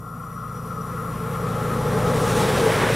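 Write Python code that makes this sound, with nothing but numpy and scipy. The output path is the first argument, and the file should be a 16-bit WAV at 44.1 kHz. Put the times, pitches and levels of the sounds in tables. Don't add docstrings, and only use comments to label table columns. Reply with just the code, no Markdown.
import sys
import numpy as np
from scipy import signal
from scipy.fft import rfft, irfft, next_fast_len
from scipy.io import wavfile
from scipy.ndimage import uniform_filter1d, map_coordinates

SR = 44100
rng = np.random.default_rng(int(sys.argv[2]) if len(sys.argv) > 2 else 0)


def waveform_to_disk(signal):
    frames = np.transpose(np.atleast_2d(signal))
    scaled = np.clip(frames, -1, 1) * 32767
    samples = np.round(scaled).astype(np.int16)
    wavfile.write(sys.argv[1], SR, samples)


N = 130095


def amp(db):
    return 10 ** (np.asarray(db) / 20)


def unit(x):
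    return x / np.sqrt(np.mean(x ** 2) + 1e-20)


def along(points, hz, outside=None):
    f, values = np.transpose(points)
    return np.interp(np.log(hz + 1), np.log(f + 1), values, outside, outside)


def curves(rows):
    t, *columns = np.transpose(rows)
    return [np.interp(np.arange(N) / SR, t, column) for column in columns]


def wobble(rate):
    knots = rng.standard_normal(int(N * rate / SR) + 4)
    return map_coordinates(knots, [np.arange(N) * rate / SR])


def filtered(x, response):
    m = next_fast_len(N + SR // 4)
    spectrum = rfft(x, m) * response(np.fft.rfftfreq(m, 1 / SR))
    return irfft(spectrum, m)[..., :N]


def shape(points):
    return lambda hz: amp(along(points, hz, outside=-120))


def ringing(modes, levels_db):
    def gain(hz):
        power = 0
        for (f, width), db in zip(modes, levels_db):
            power = power + (amp(db) / (1 + ((hz - f) / width) ** 2) ** 1.22) ** 2
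        return np.sqrt(power)
    return gain


def pan(db):
    return amp(np.array([db / 2, -db / 2]))


# f/Hz, level/dB
SIDE_SPREAD = [(100, -14), (1000, -82), (2500, -34), (6000, -33.5), (9000, -38), (13000, -39.5)]


def rush(gain, patchy_db):
    z = signal.stft(rng.standard_normal((2, N)), nperseg=512)[2]
    field = rng.standard_normal(z.shape[1:])
    field = uniform_filter1d(field, size=8, axis=0)
    field = uniform_filter1d(field, size=10, axis=1)
    patchy = z * amp(patchy_db * unit(field))
    pair = signal.istft(patchy, nperseg=512)[1][:, :N]
    mid, side = filtered(pair, lambda hz: gain(hz) * np.array([1 + 0 * hz, amp(along(SIDE_SPREAD, hz))]))
    return unit(np.array([mid + side, mid - side]))


# f/Hz, relative level/dB per Hz
FLOOR_SPECTRUM = [(450, -35), (600, -4), (780, 0), (930, -9), (1100, -30)]


def noise_floor():
    return amp(-53.5) * rush(shape(FLOOR_SPECTRUM), patchy_db=0.3)


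# t/s, singing level/dB, treble level/dB
RAIL_LEVELS = [(0, -43.5, -64), (.3, -40.5, -61.5), (.7, -37.5, -57.5), (1.1, -34, -53), (1.5, -31.5, -51),
               (1.9, -33, -48.5), (2.3, -29.5, -49.5), (2.95, -39, -46)]
# t/s, level/dB
RAIL_SHARE = [(0, 4), (1.5, -2), (2.2, -3), (2.95, -11)]
# t/s, level/dB
WHISTLE_LEVELS = [(0, -66.5), (.6, -58.5), (1.2, -58.5), (1.8, -58.5), (2.3, -53), (2.95, -60)]
# f/Hz, width/Hz; then one relative level/dB each
SONG_RESONANCES = [(1030, 50), (1070, 30), (1125, 30), (1190, 60), (1260, 18), (1340, 25), (1367, 18),
                   (1415, 30), (1540, 25), (1950, 40)]
SONG_RESONANCE_DB = [-13.5, -7, -7, -11, 1.5, -4, -4, -12, -29.5, -24]
# f/Hz, width/Hz; then one relative level/dB each
TREBLE_RESONANCES = [(7080, 330), (7900, 600), (8750, 350), (9080, 130), (9780, 220), (10800, 250),
                     (11100, 300), (11900, 800), (13200, 1500)]
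TREBLE_RESONANCE_DB = [-4, -9.5, -4, -1, -5, -0.5, 0.5, -2, -8.5]
# f/Hz, width/Hz; then one relative level/dB each
WHISTLE_RESONANCES = [(3470, 70), (4600, 500), (5150, 200), (5770, 80)]
WHISTLE_RESONANCE_DB = [-10.5, -18.5, -11.5, 0]
# f/Hz, lead of the left/rad
LEFT_LEAD = [(5000, 0), (5800, -0.77), (6400, 0), (7200, -0.9), (8800, -0.59), (9500, 0)]


def rails():
    song_db, treble_db = curves(RAIL_LEVELS)
    share_db, = curves(RAIL_SHARE)
    whistle_db, = curves(WHISTLE_LEVELS)

    song = rush(ringing(SONG_RESONANCES, SONG_RESONANCE_DB), patchy_db=0.24)
    song = pan(5.5)[:, None] * amp(song_db + share_db) * song

    treble = rush(ringing(TREBLE_RESONANCES, TREBLE_RESONANCE_DB), patchy_db=0.5)
    treble = amp(treble_db + 3.5 + share_db + 0.47 * wobble(20)) * treble

    whistle = rush(ringing(WHISTLE_RESONANCES, WHISTLE_RESONANCE_DB), patchy_db=1.0)
    whistle = amp(whistle_db + 1.1 * wobble(24.5)) * whistle

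    high = filtered(treble + whistle, lambda hz: np.exp(.5j * np.outer([1, -1], along(LEFT_LEAD, hz))))
    return song + high


# t/s, f/Hz, level/dB
WHINE_TRACK = [(1.6, 840.8, -49.5), (2.144, 848.8, -41.5), (2.186, 850.8, -51.5), (2.456, 836.6, -35),
               (2.476, 832.5, -62), (2.584, 833.9, -39.5), (2.95, 821.9, -38)]


def whine():
    hz, db = curves(WHINE_TRACK)
    onset = np.clip(np.arange(N) / SR / WHINE_TRACK[0][0], 0, 1) ** 3
    phase = 2 * np.pi * np.cumsum(hz + 4 * wobble(25)) / SR
    return onset * amp(db + 4.5 + 4.6 * wobble(15)) * np.sin(phase)


# t/s, drone level/dB, roar level/dB, hiss level/dB
WHEEL_LEVELS = [(0, -49, -62.5, -78), (.3, -49, -56.5, -75.5), (.7, -42, -52.5, -70.5),
                (1.1, -38.5, -46, -66), (1.5, -32.5, -42, -59.5), (1.85, -28.5, -38.5, -55.5),
                (2.05, -24, -34.5, -51), (2.25, -24, -34.5, -47), (2.41, -23.5, -32, -44.5),
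                (2.47, -21, -32.5, -46.5), (2.57, -22, -29.5, -45), (2.67, -20.5, -28.5, -44.5),
                (2.76, -26.5, -26, -45.5), (2.83, -25.5, -27, -48), (2.95, -27, -26, -44.5)]
# t/s, level/dB
ROAR_BRIGHTNESS = [(0, -1.5), (1.2, -2.5), (2, -4.5), (2.5, 2), (2.75, -2.5), (2.95, -3.5)]
# f/Hz, width/Hz; then one relative level/dB each
DRONE_RESONANCES = [(447, 28), (495, 28), (520, 20), (595, 30), (770, 35), (840, 28)]
DRONE_RESONANCE_DB = [2.5, 1, -3.5, -8, -14.5, -10.5]
# f/Hz, relative level/dB per Hz
DRONE_BETWEEN = [(300, -40), (350, -11), (500, -21.5), (650, -15.5), (950, -16.5), (1200, -11.5)]
ROAR_SPECTRUM = [(360, 2), (620, -2), (724, -7.5), (838, -7.5), (944, -7), (1660, -4), (2190, -9.5),
                 (2480, -10.5), (2820, -13.5), (3150, -14), (5500, -26), (7150, -60), (12100, -120)]
HISS_SPECTRUM = [(2060, -15), (3500, -1), (4800, -6), (5700, -3), (6500, -5.5), (9700, -5), (11800, -10.5),
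                 (15000, -16.5), (16000, -22)]
DRONE_TRIM_DB, ROAR_TRIM_DB, HISS_TRIM_DB = 0.13, 4, 11
BRIGHT_HZ = 2330


def wheels():
    drone_db, roar_db, hiss_db = curves(WHEEL_LEVELS)
    bright_db, = curves(ROAR_BRIGHTNESS)
    flutter_db = 0.46 * wobble(20) + 0.7 * wobble(40)

    modes, between = ringing(DRONE_RESONANCES, DRONE_RESONANCE_DB), shape(DRONE_BETWEEN)
    drone = rush(lambda hz: np.hypot(modes(hz), between(hz)), patchy_db=-0.46)
    drone = pan(1.87)[:, None] * amp(drone_db + DRONE_TRIM_DB) * drone

    roar = rush(shape(ROAR_SPECTRUM), patchy_db=0.9)
    lower = filtered(roar, lambda hz: 1 / (1 + (hz / BRIGHT_HZ) ** 6))
    upper = roar - lower
    roar = amp(roar_db + ROAR_TRIM_DB + flutter_db) * (lower + amp(bright_db) * upper)

    hiss = rush(shape(HISS_SPECTRUM), patchy_db=1.0)
    hiss = amp(hiss_db + HISS_TRIM_DB + 0.92 * flutter_db) * hiss
    return drone + roar + hiss


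# t/s, drone level/dB, exhaust rumble level/dB
ENGINE_LEVELS = [(0, -39, -45.5), (.36, -35, -46), (1, -31.5, -41), (1.6, -28, -35), (2.1, -24.5, -30),
                 (2.4, -24.5, -27.5), (2.65, -26.5, -28), (2.95, -25.5, -28)]
# t/s, cycle rate f/Hz
CYCLE_RATE = [(0, 14.275), (.8, 14.265), (1.4, 14.245), (2, 14.22), (2.4, 14.17), (2.7, 14.07),
              (2.95, 13.95)]
# multiple of the cycle rate, relative level/dB
ORDER_LEVELS = [(2, -19), (3, -28), (4, -9), (5, -22), (6, -13), (7, -16), (8, 0), (9, -10), (10, -1),
                (11, -9.5), (12, -1.5), (13, -8), (14, -15), (15, -22), (16, -11), (17, -15)]
# t/s, level/dB per order away from FOCUS_ORDER
ORDER_FOCUS = [(0, 0), (2.3, 0), (2.6, -.7), (2.95, -1.5)]
# f/Hz, relative level/dB per Hz
EXHAUST_SPECTRUM = [(12, -51), (20, -23), (54, -10), (108, -6), (173, -0.5), (210, -3.5), (253, -3.5),
                    (320, -9.5), (380, -20.5), (490, -19), (840, -120)]
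# f/Hz, level/dB
ENGINE_PAN = [(40, -2), (90, 0.2), (160, 0.3), (260, 0.7), (380, 2.2)]
FOCUS_ORDER, ORDER_WAVER_DB = 7.5, 1.2
MAIN_ORDERS = (8, 10, 12)
PHASE_START, PHASE_SLOPE, PHASE_CURVATURE = .25, .172, .096
EVEN_LAG, ODD_LAG = -.05, .16
PUFF_DEPTH, PUFF_LEAD, RUMBLE_TRIM_DB = 0.19, 2.32, 0.5


def order_lead(order):
    if order in MAIN_ORDERS:
        return PHASE_START + PHASE_SLOPE * order + PHASE_CURVATURE * order * order
    return -(ODD_LAG if order % 2 else EVEN_LAG)


def engine():
    rate, = curves(CYCLE_RATE)
    drone_db, rumble_db = curves(ENGINE_LEVELS)
    focus_db, = curves(ORDER_FOCUS)
    turn = 2 * np.pi * np.cumsum(rate) / SR

    drone = 0
    for order, db in ORDER_LEVELS:
        level_db = db + focus_db * abs(order - FOCUS_ORDER) + ORDER_WAVER_DB * wobble(4.02)
        drone = drone + amp(level_db) * np.cos(order * turn + 2 * np.pi * order_lead(order))

    puff = 1 + PUFF_DEPTH * np.cos(2 * turn + PUFF_LEAD)
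    exhaust = puff * rush(shape(EXHAUST_SPECTRUM), patchy_db=0.0)
    both = amp(drone_db) * unit(drone) + amp(rumble_db + RUMBLE_TRIM_DB) * exhaust
    return filtered(both, lambda hz: pan(along(ENGINE_PAN, hz)))


def scene():
    return noise_floor() + rails() + whine() + wheels() + engine()


def record(dry):
    return filtered(dry, lambda hz: hz < 15750)


dry = scene()
out = record(dry)
waveform_to_disk(out)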